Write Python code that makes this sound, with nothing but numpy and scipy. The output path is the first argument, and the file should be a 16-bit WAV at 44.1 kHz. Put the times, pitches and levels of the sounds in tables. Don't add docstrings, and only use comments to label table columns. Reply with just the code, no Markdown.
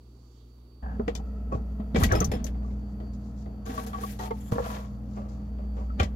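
import sys
import numpy as np
from scipy import signal
from scipy.fft import rfft, irfft, next_fast_len
from scipy.io import wavfile
from scipy.ndimage import uniform_filter1d

SR = 44100
rng = np.random.default_rng(int(sys.argv[2]) if len(sys.argv) > 2 else 0)


def rack_gain(trim_db):
    fader = np.asarray(trim_db, float)
    return 10 ** (fader / 20)


def output_pcm(signal):
    pcm = np.clip(np.atleast_2d(signal).T, -1, 1) * 32767
    wavfile.write(sys.argv[1], SR, np.round(pcm).astype(np.int16))


N = 271563
T = np.arange(N) / SR
INSIDE_S = .822
OPEN_S, SHUT_S = 2.38, 6.14
PORT_LAG = 18


def curve(table, hz):
    f, v = np.transpose(table)
    return np.interp(np.log(np.maximum(hz, 1)), np.log(np.maximum(f, 1)), v)


def walk(rate):
    k = int(SR / rate)
    held = np.repeat(rng.standard_normal(N // k + 1), k)
    return 1.2 * uniform_filter1d(uniform_filter1d(held, k), k)[:N]


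def pair(alike, lag=0):
    mid, side = rng.standard_normal((2, N))
    a = np.sqrt((1 + alike) / 2) * mid
    b = np.sqrt((1 - alike) / 2) * side
    return np.array([a + b, np.roll(a - b, lag)])


def grit(spread_db, density):
    k = max(int(SR / density), 1)
    grain_db = spread_db * np.minimum(rng.exponential(size=N // k + 1), 2.5)
    g = np.repeat(rack_gain(grain_db), k)[:N]
    return g / np.sqrt(np.mean(g ** 2))


def ring(x, modes, body=0.035):
    size = next_fast_len(N + SR // 2)
    hz = np.fft.rfftfreq(size, 1 / SR) + 1e-3
    h = 0
    for k, (f, width, db) in enumerate(modes):
        pole = 1 / (1 + 1j * (hz / f - f / hz) * f / (2.34 * width))
        h = h + (-1) ** k * rack_gain(db) * pole * (pole + body)
    return irfft(rfft(x, size) * h / np.sqrt(np.mean(abs(h) ** 2)), size)[..., :N]


def moves(rows, mix_db=0):
    out = np.zeros(N)
    for s, attack, hold, release, db in rows:
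        ramp = np.minimum((T - s) / attack - 1, (s + attack + hold - T) / release)
        out += (T > s) * rack_gain(db + 25 * np.minimum(ramp, 0)) ** 2
    return rack_gain(np.reshape(mix_db, (-1, 1))) ** 2 * out


def struck(rows, rise_cycles, sag):
    out, t = np.zeros(N + SR), np.arange(SR // 2) / SR
    for s, db, hz, t60 in rows:
        phase = 2 * np.pi * hz * (t + sag * t60 / 8 * (1 - np.exp(-8 * t / t60)))
        envelope = rack_gain(db - 60 * t / t60) * (1 - np.exp(-t * hz / rise_cycles))
        out[int(s * SR):][:len(t)] += envelope * np.sin(phase)
    return out[:N]


def liner(x):
    t60_s, walls_db = .05, -4
    t = np.arange(int(t60_s * SR)) / SR
    walls = rng.standard_normal((2, len(t))) * rack_gain(-60 * t / t60_s) * (t > .001)
    walls *= rack_gain(walls_db) / np.sqrt(np.sum(walls ** 2, axis=1, keepdims=True))
    direct = np.array([x, .9 * np.roll(x, PORT_LAG)])
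    reflected = signal.fftconvolve(x[None], walls, axes=1)[:, :N]
    return (direct + reflected) / np.hypot(1, rack_gain(walls_db))


# pitch_hz, likeness (0-1)
ALIKE = [(60, 1), (130, .98), (290, .95), (640, .65), (1400, 0)]


def air(spectrum, db, flicker_db):
    hz, out = np.fft.rfftfreq(N, 1 / SR) + 1e-3, 0
    mid, side = rfft(rng.standard_normal((2, N))) * rack_gain(curve(spectrum, hz))
    c = curve(ALIKE, hz)
    both = np.sqrt(1 + c) * mid + np.sqrt(1 - c) * side * np.array([[1], [-1]])
    for centre in 25 * 2. ** np.arange(10):
        band = np.cos(np.pi / 2 * np.clip(np.log2(hz / centre), -1, 1)) ** 2
        out = out + irfft(both * band, N) * rack_gain(flicker_db * walk(5.2))
    return out * rack_gain(db) / np.sqrt(np.mean(out.mean(axis=0) ** 2))


# pitch_hz, density_db (per Hz)
KITCHEN_AIR = [(20, -32), (45, -8), (62, -5), (90, -17.5), (134, -27), (170, -16.5), (242, -13.5),
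               (354, -11.5), (575, -26.5), (1190, -29.5), (1700, -42.5), (4000, -39.5), (8000, -47),
               (16000, -43.5)]
# pitch_hz, density_db (per Hz)
CABINET_AIR = [(20, -30), (48, -12), (74, -1), (94, 6.5), (135, -13.5), (212, 3.5), (363, -17.5),
               (624, -13.5), (1300, -28.5), (2160, -38.5), (3300, -39), (5000, -57), (13600, -44),
               (16000, -50)]


def room_and_fan(inside):
    return (1 - inside) * air(KITCHEN_AIR, -59.5, 1.0) + inside * air(CABINET_AIR, -48, 0.9)


# time_s, level_db
SHAFT_HUM = [(.83, -33), (1.01, -35), (1.56, -32.5), (2.12, -34.5), (2.61, -30), (2.87, -36.5), (3.77, -40),
             (4.47, -39.5), (5.3, -38.5), (5.83, -30), (6.16, -34.5)]
# pitch_hz, kitchen_db, door_shut_db, door_open_db
TONES = [(119.2, -58.5, -84, -48), (162.5, -84, -55.5, -62), (244.8, -66, -56.5, -57.5),
         (295, -81, -64.5, -57), (81.5, -74, -60, -52.5), (474, -82, -65.5, -64)]
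SHAFT_HZ, CABINET_HZ = 59.75, 206.3


def compressor(inside):
    def tone(hz, db, waver_db, drift):
        level = np.sqrt(2) * rack_gain(db + waver_db * walk(11))
        return level * np.sin(2 * np.pi * hz * T + drift * walk(5) + 6 * rng.random())

    door = np.clip(np.minimum((T - OPEN_S) / 0.16, (SHUT_S - T) / 0.71), 0, 1)

    def by_place(kitchen, shut, wide):
        return kitchen + (shut - kitchen) * inside + (wide - shut) * door

    kitchen_hum_db = -51.5
    shaft_db = kitchen_hum_db + (np.interp(T, *np.transpose(SHAFT_HUM)) - kitchen_hum_db) * inside
    out = tone(SHAFT_HZ, shaft_db, 0.39, 0.55)
    out += tone(CABINET_HZ, by_place(-72, -44.5, -42.5), 1.35, 0.52)
    for hz, *levels_db in TONES:
        out += tone(hz, by_place(*levels_db), 1.2, .5)
    return out


def coil_whine(inside):
    whine_hz, kitchen_db, cabinet_db = 4571, -75.5, -78
    opened = T > OPEN_S
    db = kitchen_db + (cabinet_db - kitchen_db) * inside - 0.72 * inside
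    db = db + 1.5 * (1.5 + opened) * walk(16)
    throb_kitchen, throb_shut, throb_open = 0.14, 0.45, 0.2
    depth = throb_kitchen + (throb_shut - throb_kitchen) * inside + (throb_open - throb_shut) * opened
    depth = depth + 0.13 * inside * walk(6.3)
    turn = np.exp(2j * np.pi * SHAFT_HZ * T + .9j * walk(8.8))
    blur = 1.1 * walk(9) + 1.15 * opened * walk(150)
    carrier = np.exp(2j * np.pi * whine_hz * T + 1j * blur)
    throbbing = carrier * (1 + depth * (turn + 0.58 * turn ** 2 + 0.25 / turn))
    return np.sqrt(2) * rack_gain(db) * np.real(throbbing)


# start_s, attack_s, hold_s, release_s, level_db
SLEEVES = [(-.1, 0.37, .1, 0.52, -77), (1.5, 0.046, 0.017, 0.052, -68.5), (1.95, 0.013, 0.05, 0.049, -51),
           (2.6, 0.031, .1, 0.36, -78), (3.125, 0.0089, .015, 0.04, -69.5),
           (3.17, 0.039, 0.052, 0.12, -73.5), (3.33, 0.046, 0.043, .15, -71), (4.8, .03, .06, 0.28, -76),
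           (5.0, 0.12, 0.089, 0.1, -71), (5.283, .004, .008, .04, -68), (5.295, 0.011, 0.025, 0.18, -71),
           (5.7, 0.074, 0.037, 0.13, -72.5)]
# pitch_hz, width_hz, level_db
RUSTLE = [(3900, 930, 1), (5200, 2280, -0.5), (6560, 1010, 5), (7310, 680, -1.5)]


def rustling(crack, rustle):
    cloth = moves(SLEEVES)[0] + (T > INSIDE_S) * rack_gain(-81.5) ** 2
    power = 0.4 * crack + (rustle + cloth) * rack_gain(2.2 * walk(35))
    return rack_gain(3.5) * ring(np.sqrt(power) * grit(2.0, 300) * pair(0.034), RUSTLE)


# pitch_hz, width_hz, level_db
CUFF = [(3560, 620, 7), (6700, 1100, -9)]
# start_s, attack_s, hold_s, release_s, level_db
CUFF_SWISH = [
    (0.203, 0.18, .04, .12, -73),
]


def cuff():
    return ring(np.sqrt(moves(CUFF_SWISH)[0]) * pair(.3), CUFF)


# pitch_hz, width_hz, level_db
DUCT = [(436, 15, 4), (640, 56, -6.5), (1293, 40, -9.5), (1414, 42, -21.5), (1910, 44, -23),
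        (2450, 71, -33), (2660, 42, -27.5)]


def duct(inside):
    db = np.where(T < OPEN_S, -57.5, -65) + 1.1 * walk(4)
    return ring(inside * rack_gain(db) * pair(0.7), DUCT)


# start_s, shelf_db, pitch_hz (strongest ring), glass_db, crack_db
DOOR_KNOCKS = [(.829, -41, 670, -63, -82.5), (.996, -23, 421, -62, -87), (1.079, -20, 474, -34, -42),
               (1.151, -38.5, 950, -43, -31.5), (1.522, -24, 547, -58.5, -49.5),
               (1.545, -28, 436, -52, -62.5), (1.799, -38.5, 628, -53, -79),
               (1.946, -23.5, 539, -30.5, -78), (1.959, -16.5, 447, -26, -53),
               (2.035, -25, 1930, -23, -19.5), (2.121, -20, 640, -45, -33), (2.151, -20, 410, -33, -35),
               (2.205, -29.5, 450, -48, -35), (2.213, -20.5, 425, -33.5, -51),
               (2.246, -36, 425, -67, -33.5), (2.316, -26, 830, -33.5, -38),
               (2.334, -25.5, 492, -37.5, -47.5), (2.443, -34.5, 586, -50, -37.5),
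               (2.465, -52, 470, -39, -38.5), (5.998, -21.5, 806, -24.5, -32), (6.03, -38, 497, -32, -33)]
# start_s, shelf_db, pitch_hz (strongest ring), glass_db, crack_db
HAND_KNOCKS = [(2.55, -43.5, 710, -60, -84), (2.622, -41, 602, -63, -85), (2.708, -45, 696, -61, -87),
               (3.0, -37.5, 720, -54.5, -67), (3.457, -39.5, 590, -57.5, -73),
               (3.661, -38.5, 442, -49, -44), (3.777, -26, 1116, -41.5, -49), (3.863, -35, 740, -60, -40),
               (3.931, -28, 1150, -43, -49), (4.035, -36.5, 474, -44.5, -46), (4.191, -31, 868, -49, -42.5),
               (4.307, -23.5, 455, -44.5, -50.5), (4.519, -23, 467, -41, -40), (4.556, -30, 282, -62, -67),
               (4.581, -19.5, 542, -55, -64), (5.172, -33.5, 687, -68, -60), (5.585, -40, 618, -71, -86),
               (5.767, -37, 455, -61, -80)]
RATTLE_T60_S = 0.13


def knocks():
    env, t = np.zeros((3, N + SR)), np.arange(SR // 2) / SR
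    slower = np.array([[.9], [.9], [.8]])
    rise_s = np.array([[.0008], [.0006], [.0003]])
    snap = np.array([[2.5], [1.5], [.4]])
    for s, shelf_db, hz, glass_db, crack_db in DOOR_KNOCKS + HAND_KNOCKS:
        shelf_t60 = RATTLE_T60_S + 0.0172 * max(-23 - shelf_db, 0)
        t60 = np.array([[shelf_t60], [RATTLE_T60_S], [RATTLE_T60_S]])
        decay = rack_gain(-60 * t / (t60 * slower)) + snap * np.exp(-t / (2.0 * rise_s))
        shape = (1 - np.exp(-t / rise_s)) * decay
        db = np.array([[shelf_db - 8.5], [glass_db - 9.0], [crack_db - 8.5]])
        env[:, int(s * SR):][:, :len(t)] += (rack_gain(db) * shape) ** 2
    return env[:, :N]


# start_s, attack_s, hold_s, release_s, level_db
NUDGES = [
    (.823, 0.003, 0.053, 0.39, -47.5),
    (2.35, .05, 0.28, 0.43, -63),
    (5.13, 0.036, 0.017, 0.35, -46),
    (5.74, 0.039, 0.033, 0.11, -48),
    (2.8, .01, 0.023, 0.07, -55),
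]
# from_s, then rows of pitch_hz, width_hz, level_db
SHELF = [
    (0, [(395, 170, -1), (790, 70, 12), (1050, 210, 0.5), (1654, 110, 4.5), (2750, 700, -24)]),
    (.97, [(344, 153, 4.5), (445, 79, 9), (640, 54, 4.5), (786, 54, 2.5), (970, 96, -3), (1210, 340, -9), (1440, 200, -6.5)]),
    (3.6, [(314, 210, -14.5), (464, 23, 4), (639, 23, -6), (771, 24, -1), (920, 91, -13), (1146, 42, -5.5), (1320, 67, -14), (1590, 150, -15.5)]),
    (4.17, [(425, 80, -6), (660, 37, -16), (740, 16, -0.5), (882, 33, 0.5), (1123, 55, -7), (1340, 105, -18)]),
    (4.45, [(370, 240, -15), (486, 41, 2), (645, 35, 2), (803, 89, -3), (978, 16, 4), (1105, 58, 3), (1365, 51, -5), (1684, 93, -12)]),
    (5.0, [(453, 250, 1.5), (637, 49, 5.5), (760, 32, 3), (1060, 54, -17), (1140, 37, 2)]),
]


def shelves(knock, drag, slips):
    murmur = moves(NUDGES)[0] + (T > INSIDE_S) * rack_gain(-59.5) ** 2
    drive = np.sqrt(knock + (drag + murmur) * slips ** 2) * pair(.65, lag=PORT_LAG)
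    ends = [s for s, modes in SHELF[1:]] + [N / SR]
    return sum(ring(drive * ((T >= s) & (T < end)), modes) for (s, modes), end in zip(SHELF, ends))


# pitch_hz, width_hz, level_db
GLASS = [(1624, 170, -2), (1953, 98, 2.5), (2075, 190, -5), (2367, 130, -7.5), (2520, 54, -2),
         (2990, 31, -13.5), (3070, 184, 0.5), (4120, 36, -28), (4460, 20, -10), (3104, 830, -5.5)]


def bottles(knock, drag, slips):
    return rack_gain(2.5) * ring(np.sqrt(knock + drag * slips ** 2) * pair(0.072, lag=PORT_LAG), GLASS)


# pitch_hz, width_hz, level_db
HISS = [(10350, 3600, -2), (12460, 1230, 4), (13700, 1200, -1.5)]


def contact_hiss(crack, hiss):
    bright = np.where((T > 1.9) & (T < 5.9), .4, .03)
    power = bright * crack + hiss * rack_gain(4.8 * walk(30))
    return ring(np.sqrt(power) * grit(2.1, 300) * pair(0.098), HISS)


# start_s, attack_s, hold_s, release_s, level_db
SHUDDERS = [
    (.83, 0.065, 0.31, 0.26, -44),
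    (1.45, 0.087, 0.014, 0.14, -34.5),
    (1.9, 0.085, 0.023, 0.29, -24),
    (2.0, 0.11, 0.066, 0.85, -32),
    (4.47, 0.031, 0.048, 0.23, -37.5),
    (5.93, 0.057, .01, 0.37, -35),
]
# start_s, attack_s, hold_s, release_s, level_db
SWAYS = [
    (1.88, 0.13, 0.3, 0.34, -30),
    (5.6, 0.31, .3, .2, -46.5),
]
# pitch_hz, width_hz, level_db
BOX = [(75, 31.6, -7), (102, 24, -9.5), (150, 114, -11.5), (234.4, 59, -7.5)]


def box_boom():
    inside = T > INSIDE_S
    boom = np.sqrt(moves(SHUDDERS)[0] + inside * rack_gain(-47.5) ** 2)
    slow = np.sqrt(moves(SWAYS)[0] + inside * rack_gain(-57) ** 2)
    return ring(boom * pair(0.9), BOX) + ring(slow * pair(1), [(52.5, 25.0, 0)])


# start_s, peak_db, pitch_hz,
# t60_s
CLINKS = [(1.08, -30, 1974, 0.032), (1.519, -31.5, 1100, 0.13), (1.523, -54, 2510, 0.098),
          (1.957, -28.5, 1950, 0.067), (1.957, -27.5, 2290, 0.056), (3.003, -59, 2180, .04),
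          (3.46, -58, 2010, 0.058), (5.9, -40, 1300, 0.084), (2.113, -28.5, 1700, 0.07),
          (2.116, -17.5, 1672, 0.048), (2.13, -16.5, 1340, 0.033), (2.135, -24.5, 956, 0.083),
          (2.316, -31.5, 2130, 0.025), (2.316, -26, 530, .06), (2.09, -36, 2200, 0.065),
          (2.017, -19, 1020, 0.032), (2.028, -19.5, 1240, 0.032), (2.037, -24.5, 1940, 0.046),
          (2.13, -20.5, 530, 0.065), (2.04, -30, 3300, 0.041), (2.04, -35, 2600, 0.044),
          (2.155, -42, 2520, 0.062), (1.2, -34, 800, .05), (5.997, -30.5, 3100, .04),
          (5.998, -33, 1950, 0.029),
          (2.545, -58, 2030, .04), (2.645, -45, 1150, 0.062), (2.705, -58, 2080, .035),
                (3.006, -60, 1950, .05), (5.18, -38, 552, 0.14), (5.6, -49, 660, 0.068),
                (5.805, -41.5, 970, 0.084), (4.583, -24, 894, 0.071), (4.595, -24, 481, .1),
                (4.59, -31, 640, 0.1), (1.53, -35, 1120, 0.058), (1.8, -43, 1000, 0.057),
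                (2.11, -27.5, 1076, 0.09), (2.17, -32, 800, 0.13), (4.9, -48, 118.8, 3),
                (4.6, -36, 120, 0.14), (2.1, -36, 1600, 0.056), (2.14, -30, 1470, .05),
                (2.16, -27, 1280, 0.053), (3.655, -45.5, 6400, 0.032), (3.945, -31, 1120, 0.11),
                (4.193, -47, 3900, 0.044), (4.31, -54, 3000, 0.036), (1.152, -37, 990, 0.041),
                (1.152, -43.5, 2387, 0.043), (1.152, -39, 3500, .06), (1.154, -46, 3020, .08),
                (1.08, -36, 2230, 0.049), (1.08, -29.5, 750, 0.057), (1.08, -42, 2670, 0.055),
                (2.208, -26, 1284, 0.09), (2.223, -24, 1157, 0.047), (3.78, -36, 630, 0.12),
                (4.035, -25, 1110, 0.06), (4.04, -32, 470, 0.084), (4.05, -37, 760, 0.057),
                (4.195, -44, 1900, .05), (4.2, -38, 1400, .06), (4.555, -28, 460, .07),
                (4.307, -25.5, 900, 0.045), (2.04, -35, 3900, 0.04), (2.04, -37, 2900, 0.044),
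                (2.155, -42, 2480, .07), (4.309, -43.5, 2100, 0.057), (5.999, -24, 2374, 0.039),
                (5.999, -22, 1380, 0.044), (6.0, -21.5, 700, 0.051), (5.997, -34, 3100, 0.032),
                (5.998, -33, 1950, .04)]


def clinks():
    blows = [(s, db - 2.0, hz, 0.59 * RATTLE_T60_S) for s, db, hz, _, _ in DOOR_KNOCKS + HAND_KNOCKS]
    rings = struck(blows, rise_cycles=0.34, sag=0.0065)
    rings += struck(CLINKS, rise_cycles=0.2, sag=0.017)
    return liner(rings * rack_gain(1.8 * walk(300)))


# start_s, peak_db, pitch_hz, t60_s
THUDS = [(.995, -20.5, 226, 0.12), (1.078, -21.5, 278, 0.032), (1.548, -20, 105, 0.092),
         (1.797, -22.5, 210, 0.14), (1.946, -15, 222, 0.13), (2.027, -7.5, 73.5, 0.09),
         (2.12, -16.5, 103.4, 0.18), (2.21, -16.5, 189, 0.073), (2.28, -24, 98.3, 0.12),
         (2.365, -23, 228, 0.054), (3.695, -28.5, 252, 0.17), (3.78, -30, 239, 0.17),
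         (4.555, -28.5, 250, 0.062), (4.524, -9.5, 146, 0.026), (4.532, -21.5, 114, 0.1),
         (6.002, -14, 80.5, 0.18), (6.033, -21.5, 218, 0.074)]


def thuds():
    return struck(THUDS, rise_cycles=0.16, sag=0.02)


# start_s, attack_s, hold_s, release_s, level_db
SWINGS = [
    (1.94, 0.02, 0.1, 0.035, -40.5),
    (1.98, 0.039, 0.011, 0.085, -34.5),
    (2.07, 0.037, 0.067, 0.12, -36.5),
    (2.2, 0.0074, 0.029, 0.12, -47.5),
    (2.3, 0.046, 0.039, 0.092, -47),
    (5.98, 0.022, 0.009, 0.059, -32.5),
]
# start_s, attack_s, hold_s, release_s, level_db
BRUSHES = [(3.655, 0.027, 0.073, 0.066, -53), (3.75, 0.029, 0.035, .03, -49.5),
           (3.815, 0.0093, 0.024, 0.018, -50.5), (3.863, .002, 0.009, 0.1, -47),
           (3.93, 0.094, 0.09, 0.15, -49.5), (4.19, 0.004, 0.078, 0.044, -52.5),
           (4.3, 0.053, 0.15, .03, -60.5), (1.99, 0.01, 0.034, .02, -43.5), (4.516, .003, 0.027, 0.03, -54),
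           (1.945, 0.022, .03, .05, -56), (2.153, .002, .02, 0.077, -52), (4.08, .02, 0.034, .05, -54.5),
           (4.58, 0.1, 0.059, 0.083, -56), (4.775, .006, 0.014, 0.089, -69)]
# start_s, attack_s, hold_s, release_s, level_db
SCRAPES = [
    (3.65, 0.01, 0.14, 0.21, -43.5),
    (3.93, 0.011, 0.079, 0.069, -46),
    (4.185, 0.0055, 0.07, 0.061, -40),
    (4.512, 0.0022, 0.12, 0.12, -44.5),
    (4.59, 0.06, 0.12, 0.15, -40.5),
]


def dragging():
    swings = moves(SWINGS, (4, -10, -26, -50))
    brushes = moves(BRUSHES, (-22, -9.5, -11.5, -4))
    return moves(SCRAPES, (2, -13, -18, -20.5)) + brushes + swings


def handling():
    shelf, glass, crack = knocks()
    drag_shelf, drag_glass, rustle, hiss = dragging()
    slips = grit(2.6, 150)
    out = rustling(crack, rustle) + shelves(shelf, drag_shelf, slips) + bottles(glass, drag_glass, slips)
    return out + contact_hiss(crack, hiss) + box_boom() + clinks() + thuds()


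def chime(hits, modes):
    chance = rng.standard_normal((2, len(hits), len(modes)))
    rows = []
    for (s, db), level_luck, pitch_luck in zip(hits, *chance):
        for (hz, mode_db, t60), a, b in zip(modes, level_luck, pitch_luck):
            rows.append((s, db + mode_db + 2.7 * a, hz * (1 + .004 * b), t60))
    return liner(struck(rows, rise_cycles=.6, sag=0.002) * rack_gain(2.8 * walk(350)))


# pitch_hz, level_db, t60_s
CAP = [(5750, -6.5, 0.026), (6160, -4, .05), (6250, -7, 0.033), (7000, -9.5, 0.021), (10660, -15, 0.025),
       (13600, -10, 0.032), (14300, -13, .015), (14800, -17, .015), (13100, -19, .015), (5400, -22, .02),
       (15500, -14, 0.022)]
# start_s, peak_db
CAP_HITS = [
    (2.121, -31),
    (2.204, -27),
    (2.245, -25),
    (2.443, -33),
]


def cap():
    return chime(CAP_HITS, CAP)


# pitch_hz, level_db, t60_s
JAR = [(2590, -7, 0.069), (3130, -12.5, 0.099), (3340, -6, .12), (5170, -2.5, 0.096), (7250, -11.5, 0.092),
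       (9600, -15, 0.12), (10600, -8, 0.09), (11450, -10, .07), (12100, -11, .09), (13400, -18, .08)]
# start_s, peak_db
JAR_HITS = [
    (2.153, -38),
    (2.316, -42),
    (2.335, -49),
    (2.352, -50),
]


def jar():
    return chime(JAR_HITS, JAR)


# pitch_hz, width_hz, level_db
RAIL = [(7160, 350, 3), (3300, 250, -2), (12400, 900, -5), (10600, 600, -7)]
# start_s, attack_s, hold_s, release_s, level_db
RAIL_RUBS = [
    (4.403, 0.0036, 0.011, 0.034, -58),
    (4.44, .003, .02, .04, -60),
    (4.466, .004, 0.018, .05, -57),
]


def rail():
    return ring(np.sqrt(moves(RAIL_RUBS)[0]) * grit(1.9, 600) * pair(.1), RAIL)


def scene():
    inside = np.clip((T - INSIDE_S) / 0.0074, 0, 1)
    running = room_and_fan(inside) + compressor(inside) + coil_whine(inside) + duct(inside)
    return running + cuff() + handling() + cap() + jar() + rail()


def roll_off(x):
    return signal.sosfilt(signal.butter(12, 16670, fs=SR, output="sos"), x)


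# pitch_hz, level_db
KITCHEN_LEFT_MORE = [(60, -.5), (380, 0), (700, -8), (1290, -11), (2380, -4), (4400, -13), (8120, -6),
                     (15000, 0)]
# pitch_hz, level_db
CABINET_LEFT_MORE = [(600, 0), (1290, 1.5), (2380, 4), (4400, 9), (7000, 7.5), (9300, 1.5), (12000, 6)]


def record(dry):
    edge = SR // 8
    wide = np.pad(dry, ((0, 0), (edge, edge)), "reflect", reflect_type="odd")
    hz = np.fft.rfftfreq(wide.shape[1], 1 / SR)
    top = 1 / (1 + (hz / 15900) ** 90)

    def ports(left_more):
        half = rack_gain(curve(left_more, hz) / 2)
        gain = np.array([half, 1 / half])
        shaded = rfft(wide) * top * gain / gain.mean(axis=0)
        return irfft(shaded, wide.shape[1])[:, edge:][:, :N]

    heard = np.where(T < INSIDE_S, ports(KITCHEN_LEFT_MORE), ports(CABINET_LEFT_MORE))
    headroom = .8
    return roll_off(headroom * np.tanh(heard / headroom))


dry = scene()
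out = record(dry)
output_pcm(out)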